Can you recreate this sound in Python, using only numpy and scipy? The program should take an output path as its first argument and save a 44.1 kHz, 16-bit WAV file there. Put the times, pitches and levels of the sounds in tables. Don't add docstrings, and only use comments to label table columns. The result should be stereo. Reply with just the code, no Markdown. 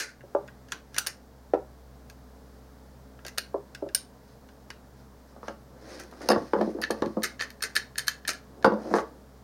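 import sys
import numpy as np
from scipy import signal
from scipy.fft import rfft, irfft, next_fast_len
from scipy.io import wavfile

SR = 44100
rng = np.random.default_rng(int(sys.argv[2]) if len(sys.argv) > 2 else 0)


def file_out(sig):
    cols = np.atleast_2d(sig).T
    lim = np.clip(cols, -1, 1)
    pcm = np.round(lim * 32767).astype(np.int16)
    wavfile.write(sys.argv[1], SR, pcm)


N = 415863

# f/Hz, level/dB
AIR_COLOUR = [(25, -20.5), (50, -14), (90, -20.5), (130, -4), (165, -15.5), (250, -9.5), (340, -17),
              (560, -15), (900, -20), (1700, -27.5), (2600, -38), (5000, -34), (9000, -40.5),
              (16000, -39.5)]
HUM_TONES = [(128, -65), (200, -64), (256, -65), (436, -67)]
# t/s, level/dB
DRIFT = [(0, -11), (.3, 1.5), (1, -1.5), (2.5, 1.5), (4, 0.5), (9.4, 1)]
HUM_LEVEL = [(0.0, -64), (0.6, -56), (1.07, -58), (1.73, -52.5), (2.98, -53.5), (4.14, -59), (4.87, -56),
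             (7.2, -56), (8.01, -57.5), (9.4, -55.5)]

# t/s, level/dB, brightness/dB
PIN_CLICKS = [(0.0, -33.5, -6), (0.006, -37, -8), (0.207, -48, -46), (0.685, -52.5, -16),
              (0.477, -50.5, -16), (0.483, -42.5, -52), (0.707, -64, -14), (0.7198, -27, -14),
              (0.9438, -41, -10), (0.9637, -32.5, -17), (0.974, -42, -26), (0.9795, -24.5, -32),
              (0.9826, -26.5, 4.5), (1.064, -35, -8), (1.069, -32.5, 5.5), (2.098, -48, -7),
              (3.19, -48.5, -47), (3.249, -40.5, -13), (3.2645, -42.5, -2), (3.281, -41.5, -5.5),
              (3.3762, -33, -14), (3.3817, -26, -2.5), (3.7479, -38, -14), (3.888, -45.5, -22),
              (3.9474, -30.5, 13), (4.4877, -52.5, -22), (4.7027, -36.5, -16), (5.4814, -35.5, -26.5),
              (5.996, -56, 5), (6.035, -54.5, -3), (6.112, -60, -1), (6.13, -61, -12.5), (8.722, -53, -20),
              (8.974, -54, -17), (9.002, -52, -10.5)]
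ACTION_CLICKS = [(0.0, -47, -33), (5.992, -43, -32), (6.003, -43, -41), (6.317, -23, -21),
                 (6.534, -40, -56), (6.613, -36.5, -20), (6.821, -30, -27), (6.832, -26.5, -67),
                 (6.8372, -19.5, -30), (6.9072, -27.5, -9), (7.021, -32.5, -24), (7.0595, -39.5, -18),
                 (7.221, -38, -21), (7.3936, -32, -32), (7.4, -30.5, -24), (7.5033, -41, -8),
                 (7.6065, -41.5, -33), (7.9565, -35.5, -32), (8.0745, -44, -12), (8.2506, -33, -40),
                 (8.333, -41, -4.5), (8.6258, -41, -22), (8.646, -41.5, -11), (8.9381, -43, -14)]
TAPS = [(0.236, -46.5, -12), (0.349, -28.5, 6), (0.983, -65, 8), (1.067, -63.5, 16), (1.536, -22.5, -0.5),
        (1.5432, -31, 2.5), (3.253, -51, 2), (3.381, -53.5, 4), (3.5428, -29.5, -2), (3.8235, -28, -15.5),
        (3.863, -40.5, -7), (3.948, -56, 2)]
CLINKS = [(6.288, -20, -8.5), (6.302, -24, -6), (6.317, -30, -13), (6.8159, -36, -0.5), (6.906, -52, 12),
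          (8.646, -31.5, -13), (8.655, -39, -9), (8.738, -51, -14)]
# t/s, level/dB, brightness/dB, number of bounces
KNOCKS = [(5.362, -52.5, -3, 0), (5.43, -51.5, 7.5, 0), (5.481, -39, -0.5, 0), (6.124, -55.5, 5.5, 0),
          (6.207, -44.5, -8, 0), (6.288, -25, -3.5, 0), (6.302, -21, -4, 1), (6.331, -32.5, 1, 0),
          (6.36, -27, -7.5, 0), (6.374, -36, -24, 0), (6.415, -32.5, -34, 0), (6.534, -22.5, -6, 0),
          (6.562, -34.5, -5.5, 0), (6.587, -25.5, -20, 0), (6.61, -22.5, -13, 0), (6.673, -26, -30, 0),
          (6.748, -28, -47, 0), (6.786, -35.5, -16.5, 0), (6.903, -26, -11.5, 0), (7.021, -25, -9.5, 0),
          (7.063, -25, -42, 0), (7.169, -25, -19.5, 0), (7.407, -51.5, 8, 0), (8.645, -22, 7, 2),
          (8.72, -27, -9.5, 1), (8.869, -40, -34, 0), (8.913, -28, -26, 0), (8.9388, -22.5, -2, 0),
          (8.961, -45, 14, 0), (8.984, -42.5, 13, 0)]
# t/s, level/dB
THUDS = [(6.372, -39), (7.019, -43), (7.072, -48), (7.17, -52), (8.648, -36), (8.67, -44), (8.74, -57),
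         (8.945, -50)]
# t/s, crossing time/s, first stop level/dB, second stop level/dB, brightness/dB, scrape level/dB
CLACKS = [(7.232, 0.011, -28.5, -31, 2, -30), (7.4065, 0.016, -21.5, -27, -25, -34),
          (7.6222, 0.014, -27, -27, -1.5, -32.5), (7.753, 0.011, -26.5, -16.5, -6, -35),
          (7.9799, 0.012, -25, -27, -1.5, -32), (8.069, 0.012, -35, -17, -3, -37),
          (8.2762, 0.015, -25, -31, -3.5, -30)]

# f/Hz, level/dB, time to fade by 60 dB/s
PIN_TONES = [(1400, 2.5, 0.032), (1585, 13, 0.021), (1770, 8, 0.0059), (2200, -5, 0.0071), (2770, 1, 0.032),
             (2870, 3, 0.028), (3450, 0, 0.009), (4260, 0.5, 0.005), (5520, 4.5, 0.0063), (6050, 5, .009),
             (6880, -5.5, .008), (9000, 13, 0.0055), (9580, 12.5, 0.005), (9800, 4.5, 0.0049),
             (11360, 8, 0.0033), (12500, 9, 0.0033), (13750, 3, 0.004), (14700, 5, .004)]
ACTION_TONES = [(1470, -5, 0.0065), (1690, -2, 0.022), (1704, 4, 0.024), (1778, -5.5, 0.032),
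                (2260, -9.5, 0.02), (2580, -3, 0.017), (3100, -7, 0.031), (3700, -7.5, 0.026),
                (4345, 4.5, 0.0092), (4470, -1.5, 0.004), (5300, -5.5, 0.0054), (5980, -12, 0.013),
                (6630, -9, .01), (8840, -3.5, 0.023), (10400, -15, 0.006), (12700, -6, 0.0082)]
RECEIVER_TONES = [(1440, -21, 0.3), (1720, -20, 0.32), (1840, -3.5, 0.27), (2830, -8, 0.153),
                  (3670, -15, 0.14), (4270, -29, 0.2), (4500, -19, 0.17), (5580, -21, 0.17),
                  (6050, -25, 0.2)]
STOCK_TONES = [(318, -5, 0.062), (392, -2.5, 0.072), (527, -5, 0.051), (556, 5, 0.055), (628, 3, 0.028),
               (780, 5.5, 0.032), (891, 1, 0.045), (974, -2.5, 0.034), (1190, -10, 0.044),
               (1340, -4.5, 0.046), (1640, -10.5, 0.018)]
TABLE_TONES = [(212, -18.5, 0.17), (220.8, -3, 0.16), (253.4, -9.5, 0.11), (322.3, -2, 0.13),
               (373, -8, 0.091), (419, -0.5, 0.066), (472, 0, 0.13), (514, -1, 0.1), (556, 0, 0.12),
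               (650, -9, 0.033), (771, -6, 0.047), (878, -1.5, 0.061), (993, 1, 0.019), (1090, -3.5, 0.024),
               (1149, 0, 0.065), (1250, 1.5, 0.046), (1380, -1, 0.043), (1467, -4.5, 0.039),
               (1730, -13, 0.017)]
TUBE_TONES = [(1650, -3, 0.019), (2650, 11, 0.015), (4350, -17, 0.022), (4680, 7, 0.028), (4810, 0, 0.02),
              (5160, 7, 0.0095), (6300, -2, 0.011), (9140, -3, 0.0056), (10100, -2, 0.0067),
              (11350, -12, 0.008)]
STEEL_BANDS = [1000, 2200, 3700, 7600, 16000]
WOOD_BANDS = [130, 420, 720, 1150, 2200]
PIN_VOICE = [-2.5, -4, 3, 0.5]
ACTION_VOICE = [-1, -9.5, 0, 0]
STOCK_VOICE = [5.5, 9.5, -0.5, -10.5]
TABLE_VOICE = [1, 3, 1.5, -3.5]
TUBE_VOICE = [-8, -13, 1.5, -1]
# f/Hz, level/dB
STEEL_CRACK = [(300, -0.5), (950, -32.5), (1500, 7.5), (2300, 4.5), (4500, 1.5), (6800, 0.5), (7900, -11),
               (9200, -7.5), (12000, -3.5), (14000, -15), (16000, -25)]
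STOCK_CRACK = [(80, -34.5), (250, -6.5), (550, -2.5), (900, 3), (1400, -11.5), (2300, -28), (5500, -34),
               (12000, -50.5)]
TABLE_CRACK = [(60, -6.5), (200, 0), (500, 12.5), (1150, -4.5), (1700, -5.5), (2400, -28.5), (5000, -23),
               (12000, -75)]
THUD_COLOUR = [(30, -28), (70, -6), (105, -5), (140, 2.5), (175, -1.5), (260, -36), (1000, -95),
               (16000, -100)]

# peak t/s, level/dB, rise/s, fall/s
SCRAPES = [(0.0, -37.5, 0.02, 0.11), (0.73, -48.5, 0.066, 0.022), (0.96, -43, 0.041, 0.05),
           (1.08, -49, 0.045, 0.063), (3.27, -46, 0.028, 0.034), (5.94, -55, 0.18, 0.044),
           (6.0, -49, 0.012, 0.027), (6.13, -62, 0.01, 0.048), (6.22, -56, 0.018, 0.07),
           (6.705, -54, 0.0072, 0.018), (6.835, -58, 0.025, 0.023), (8.985, -48, 0.2, 0.034)]
BRUSHES = [(4.3, -69, 0.13, 0.15), (5.0, -69, 0.06, 0.06), (5.3, -64, 0.048, 0.037),
           (5.48, -54.5, 0.083, 0.067), (5.94, -52.5, 0.2, 0.22), (6.27, -52.5, 0.19, 0.43),
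           (6.63, -57.5, 0.28, 0.26), (6.99, -62, 0.14, 0.5), (8.87, -60, 0.26, 0.36)]
SLIDES = [(5.95, -40.5, 0.37, 0.23), (6.25, -36.5, 0.12, 0.15), (6.4, -43, 0.46, 0.17),
          (6.57, -27.5, 0.014, 0.13), (6.79, -41, 0.23, 0.23), (6.95, -35.5, 0.039, 0.14),
          (7.1, -50, 0.08, 0.79), (8.74, -34, 0.23, 0.11), (8.87, -33, 0.38, 0.31),
          (8.98, -27, 0.11, 0.092)]
# f/Hz, level/dB
SCRAPE_COLOUR = [(30, -60), (150, -17), (400, -6), (1000, -16.5), (1400, 3), (1680, 2), (2050, 0),
                 (3400, -15), (4400, -6.5), (6500, -6), (7900, -15.5), (9100, -13), (12500, -22),
                 (16000, -36)]
BRUSH_COLOUR = [(500, -8), (1600, 9), (2800, -5), (4000, 0), (5100, 4), (6500, -4.5), (7900, -17),
                (9200, -5.5), (12000, -24), (16000, -30)]
SLIDE_COLOUR = [(50, -37), (110, -29), (200, 4.5), (315, 10.5), (400, 3), (520, 7.5), (700, 1.5),
                (1100, -8), (1600, -14), (2500, -41), (8000, -44), (16000, -64)]

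# f/Hz, time to fade by 60 dB/s
ROOM_FADE = [(150, 0.24), (400, 0.19), (1000, 0.25), (2500, 0.25), (5000, 0.22), (9000, 0.2), (15000, 0.12)]
# f/Hz, level/dB
ROOM_COLOUR = [(150, 6.5), (500, 2.5), (1000, 3.5), (1700, 0), (5000, 0.5), (9000, -2.5), (15000, 2)]
# f/Hz, side level against mid/dB
ROOM_WIDTH = [(60, -3), (150, -29), (400, -15), (900, -9), (2000, -7.5), (4500, -8), (7000, -9),
              (12000, -9.5)]
AIR_WIDTH = [(60, -29.5), (150, -10), (400, -5), (900, -4), (2000, 0), (12000, -9)]
# f/Hz, level/dB
BALANCE = [(60, 1.0), (110, 0.5), (200, 0.5), (380, -1), (700, -1.5), (1290, 0), (2380, 2), (4400, 1),
           (8120, -0.5), (15000, -0.5)]
# f/Hz, phase/rad
LEFT_LEAD = [(50, -0.39), (350, -0.22), (900, -0.34), (1900, -0.41), (3000, -0.53), (7400, 0.69),
             (9400, 0.82), (12000, 1), (13500, 0.97), (16000, .2)]


def amp(db):
    return 10 ** (np.asarray(db) / 20)


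def unit(x):
    return x / np.sqrt(np.mean(x ** 2) + 1e-20)


def read(points, hz):
    f, value = np.transpose(points)
    return np.interp(np.log(hz + 1), np.log(f + 1), value)


def add(mix, s, sound):
    part = mix[max(round(s * SR), 0):][:len(sound)]
    part += sound[:len(part)]


def colour(x, points):
    size = next_fast_len(len(x), True)
    gain = amp(read(points, np.fft.rfftfreq(size, 1 / SR)))
    return irfft(rfft(x, size) * gain, size)[:len(x)]


def pulse(points, size=1024):
    log_gain = np.log(amp(read(points, abs(np.fft.fftfreq(size, 1 / SR)))))
    return np.fft.ifft(np.exp(np.conj(signal.hilbert(log_gain)))).real[:size // 2]


def wander(hz):
    smooth = signal.resample_poly(rng.standard_normal(1000), 8, 1)
    return unit(np.interp(np.arange(N) / SR * hz * 2 * 8, np.arange(len(smooth)), smooth))


def band_levels(rows, voice, bend):
    share = np.linspace(0, 1, len(voice)) ** bend
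    return [(s, db + np.array(voice) + bright_db * share) for s, db, bright_db in rows]


def strikes(hits, tones, crack, bands, *, energy_s, touch_s, chatter, crack_db, spread_db, detune,
            grit_db, grit_s, low_hz, size, order=3):
    t, out = np.arange(size) / SR, np.zeros(N)
    hz, db, fade_s = np.transpose(tones)[:, :, None]
    filters = [signal.butter(3, band, "band", fs=SR, output="sos") for band in zip(bands, bands[1:])]
    tick, touch = pulse(crack), t / touch_s
    push = np.arange(size) == np.argmax(touch > .1)
    for s, levels in hits:
        weight = amp(db + spread_db * rng.standard_normal(hz.shape)) * rng.choice([-1, 1], hz.shape)
        pitch = hz * (1 + detune * rng.standard_normal(hz.shape))
        ring = (weight * amp(-60 * t / fade_s) * np.sin(2 * np.pi * pitch * t)).sum(0)
        swells = rng.standard_normal((2, size)) * touch * np.exp(-touch ** 2)
        rebounds = (rng.random(size) < 600 / SR) * rng.standard_normal(size) * np.exp(-t / grit_s)
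        shake, rub = ((unit(swell) + amp(grit_db) * unit(rebounds)) / np.sqrt(size) for swell in swells)
        ringing = signal.fftconvolve(push + chatter * shake, ring)[:size]
        burst = signal.fftconvolve(rub, tick)[:size]
        sound = unit(ringing) + amp(crack_db) * unit(burst)
        powers = [np.sum(signal.sosfilt(sos, sound) ** 2) / (energy_s * SR) for sos in filters]
        gains_db = levels - 10 * np.log10(powers)
        curve = [(low * (high / low) ** place, gain)
                 for low, high, gain in zip(bands, bands[1:], gains_db) for place in (0.2, 0.8)]
        add(out, s, signal.fftconvolve(sound, pulse(curve)))
    bass_cut = signal.butter(order, low_hz, "high", fs=SR, output="sos")
    return signal.sosfilt(bass_cut, out)


def friction(strokes, spectrum, slips_per_s, slip_db, uneven_db, roundness):
    t, power = np.arange(N) / SR, np.zeros(N)
    drop_db = 28
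    for s, db, rise_s, fall_s in strokes:
        away = np.maximum((s - t) / rise_s, (t - s) / fall_s)
        near = away < 2
        power[near] += amp(db - drop_db * abs(away[near]) ** roundness) ** 2
    slips = (rng.random(N) < slips_per_s / SR) * rng.standard_normal(N)
    slips *= amp(slip_db * np.minimum(rng.exponential(1, N), 2))
    pressure = amp(uneven_db * np.tanh(wander(30)))
    return np.sqrt(power) * unit(colour(slips, spectrum)) * pressure


def air_and_hum(hum_hz=63.7):
    t = np.arange(N) / SR
    drift_db = np.interp(t, *np.transpose(DRIFT))
    air_gain = amp(-55 + 0.57 * drift_db)
    air, air_side = (air_gain * unit(colour(noise, AIR_COLOUR)) for noise in rng.standard_normal((2, N)))
    tones = [(hum_hz, 0.5 + np.interp(t, *np.transpose(HUM_LEVEL)))]
    tones += [(hz, db + drift_db) for hz, db in HUM_TONES]
    hum = np.zeros(N, complex)
    for hz, db in tones:
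        waver = (hz / 220) ** 2 * wander(5.9)
        hum += amp(db) * np.sqrt(2) * np.exp(1j * (2 * np.pi * hz * t + waver))
    return np.array([air + hum.real, colour(air_side, AIR_WIDTH) + amp(-24.5) * hum.imag])


def pin_clicks():
    hits = band_levels(PIN_CLICKS, PIN_VOICE, bend=1.64)
    return amp(-0.1) * strikes(
        hits, PIN_TONES, STEEL_CRACK, STEEL_BANDS, energy_s=0.004, touch_s=0.0023, chatter=3.9,
        crack_db=-2, spread_db=2, detune=0.012, grit_db=-22.5, grit_s=0.008, low_hz=259, size=3072)


def action_rattle():
    hits = band_levels([*ACTION_CLICKS, *clack_hits()], ACTION_VOICE, bend=2.7)
    return strikes(
        hits, ACTION_TONES, STEEL_CRACK, STEEL_BANDS, energy_s=0.0032, touch_s=0.0012, chatter=4,
        crack_db=-7.5, spread_db=2.5, detune=0.008, grit_db=-10, grit_s=0.0071,
        low_hz=1190, order=4, size=3072)


def receiver_ring(clicks, size=16000, count=11, spacing=0.008):
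    t, ring = np.arange(size) / SR, np.zeros(size)
    for hz, db, fade_s in RECEIVER_TONES:
        decay = np.log(1000) / fade_s
        fade = amp(db) * 2 * decay / SR * np.exp(-decay * t)
        steps = np.arange(count) - count // 2 + rng.uniform(-1.1, 0.65, count)
        for pitch in hz * (1 + spacing * steps):
            ring += fade * np.sin(2 * np.pi * (pitch * t + rng.random()))
    return signal.oaconvolve(clicks, ring)[:N]


def steel_scrapes(rise_s=0.017, fall_s=0.024):
    drags = [(s + crossing_s, db, rise_s, fall_s) for s, crossing_s, *_, db in CLACKS]
    return amp(2) * friction([*SCRAPES, *drags], SCRAPE_COLOUR,
                             slips_per_s=3200, slip_db=0.5, uneven_db=7, roundness=1)


def stock_taps():
    hits = band_levels(TAPS, STOCK_VOICE, bend=0.56)
    return amp(-1.8) * strikes(
        hits, STOCK_TONES, STOCK_CRACK, WOOD_BANDS, energy_s=0.0066, touch_s=0.0034, chatter=0.3,
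        crack_db=-13, spread_db=-0.3, detune=0.0089, grit_db=-15, grit_s=0.012, low_hz=287, size=12000)


def sleeve_brushes():
    return amp(0.5) * friction(BRUSHES, BRUSH_COLOUR,
                               slips_per_s=2000, slip_db=0, uneven_db=1.5, roundness=1.48)


def table_knocks(bounce_s=0.0143, jitter_s=0.00071, bounce_gain_db=0.5, duller_db=18):
    rows = []
    for s, db, bright_db, bounces in KNOCKS:
        for k in range(round(bounces) + 1):
            rows.append((s, db + k * bounce_gain_db, bright_db - k * duller_db))
            s += bounce_s + jitter_s * rng.standard_normal()
    hits = band_levels(rows, TABLE_VOICE, bend=1)
    return strikes(
        hits, TABLE_TONES, TABLE_CRACK, WOOD_BANDS, energy_s=0.012, touch_s=0.0025, chatter=0.61,
        crack_db=0, spread_db=1.5, detune=0.0083, grit_db=-8.5, grit_s=0.017,
        low_hz=176, order=7, size=8000)


def table_slides():
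    return amp(-6) * friction(SLIDES, SLIDE_COLOUR,
                              slips_per_s=1600, slip_db=3.5, uneven_db=2.5, roundness=1.28)


def tube_clinks():
    hits = band_levels(CLINKS, TUBE_VOICE, bend=2)
    return strikes(
        hits, TUBE_TONES, STEEL_CRACK, STEEL_BANDS, energy_s=0.0051, touch_s=0.0018, chatter=0.77,
        crack_db=-12.5, spread_db=3.5, detune=0.005, grit_db=2, grit_s=0.0072, low_hz=1200, size=4096)


def table_thuds(energy_s=0.024):
    push, out = pulse(THUD_COLOUR, size=8192), np.zeros(N)
    push *= np.sqrt(energy_s * SR / np.sum(push ** 2))
    for s, db in THUDS:
        add(out, s, amp(db) * push)
    return out


def clack_hits(graze_s=0.0035, settle_s=0.025, duller_db=5):
    for s, crossing_s, first_db, second_db, bright_db, _ in CLACKS:
        yield s, first_db - 5.5, bright_db
        yield s + graze_s, first_db, bright_db
        yield s + crossing_s, second_db, bright_db - duller_db
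        yield s + settle_s, first_db - 20, bright_db - duller_db


def room(x, early_db, tail_db, first_s, direct=1, size=22050):
    t = np.arange(size) / SR

    def echoes(per_s):
        return rng.standard_normal((2, size)) * (rng.random((2, size)) < per_s / SR) * (t > first_s)

    hz, age_s, spectra = signal.stft(echoes(5000), SR, nperseg=128)
    spectra *= amp(read(ROOM_COLOUR, hz)[:, None] - 60 * age_s / read(ROOM_FADE, hz)[:, None])
    tails = signal.istft(spectra, SR, nperseg=128)[1][:, :size]
    earlies = echoes(3000) * np.exp(-t / 0.0048)
    responses = [(amp(early_db) * unit(early) + amp(tail_db) * unit(tail)) / np.sqrt(size)
                 for early, tail in zip(earlies, tails)]
    mid, side = (signal.oaconvolve(x, response)[:N] for response in responses)
    return np.array([direct * x + mid, colour(side, ROOM_WIDTH)])


def scene():
    pins, action, tube = pin_clicks(), action_rattle(), tube_clinks()
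    ring = receiver_ring(amp(-12.5) * pins + amp(-15) * action + amp(7) * tube)
    thrown = pin_clicks() + amp(-3) * action_rattle()
    mix = room(thrown, early_db=-17, tail_db=-12.5, first_s=0.0085, direct=0)
    mix += room(pins, early_db=-8, tail_db=-21.5, first_s=0.0025)
    mix += room(action + tube + ring, early_db=-13.5, tail_db=-15.5, first_s=0.0064)
    mix += room(stock_taps(), early_db=-17, tail_db=-11.5, first_s=0.01)
    mix += room(table_knocks() + table_thuds(), early_db=-9, tail_db=-9, first_s=0.006)
    rubbing = table_slides() + steel_scrapes() + sleeve_brushes()
    mix += room(rubbing, early_db=-5.5, tail_db=-8, first_s=0.0091)
    mid, side = mix + air_and_hum()
    hz = np.fft.rfftfreq(N, 1 / SR)
    lean = amp(read(BALANCE, hz) / 2) * np.exp(.5j * read(LEFT_LEAD, hz))
    return np.array([irfft(rfft(mid + side) * lean, N), irfft(rfft(mid - side) / lean, N)])


def record(dry, top_hz=16200):
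    treble_cut = signal.firwin(511, top_hz, window=("kaiser", 9), fs=SR)
    return signal.oaconvolve(dry, treble_cut[None], "same")


dry = scene()
out = record(dry)
file_out(out)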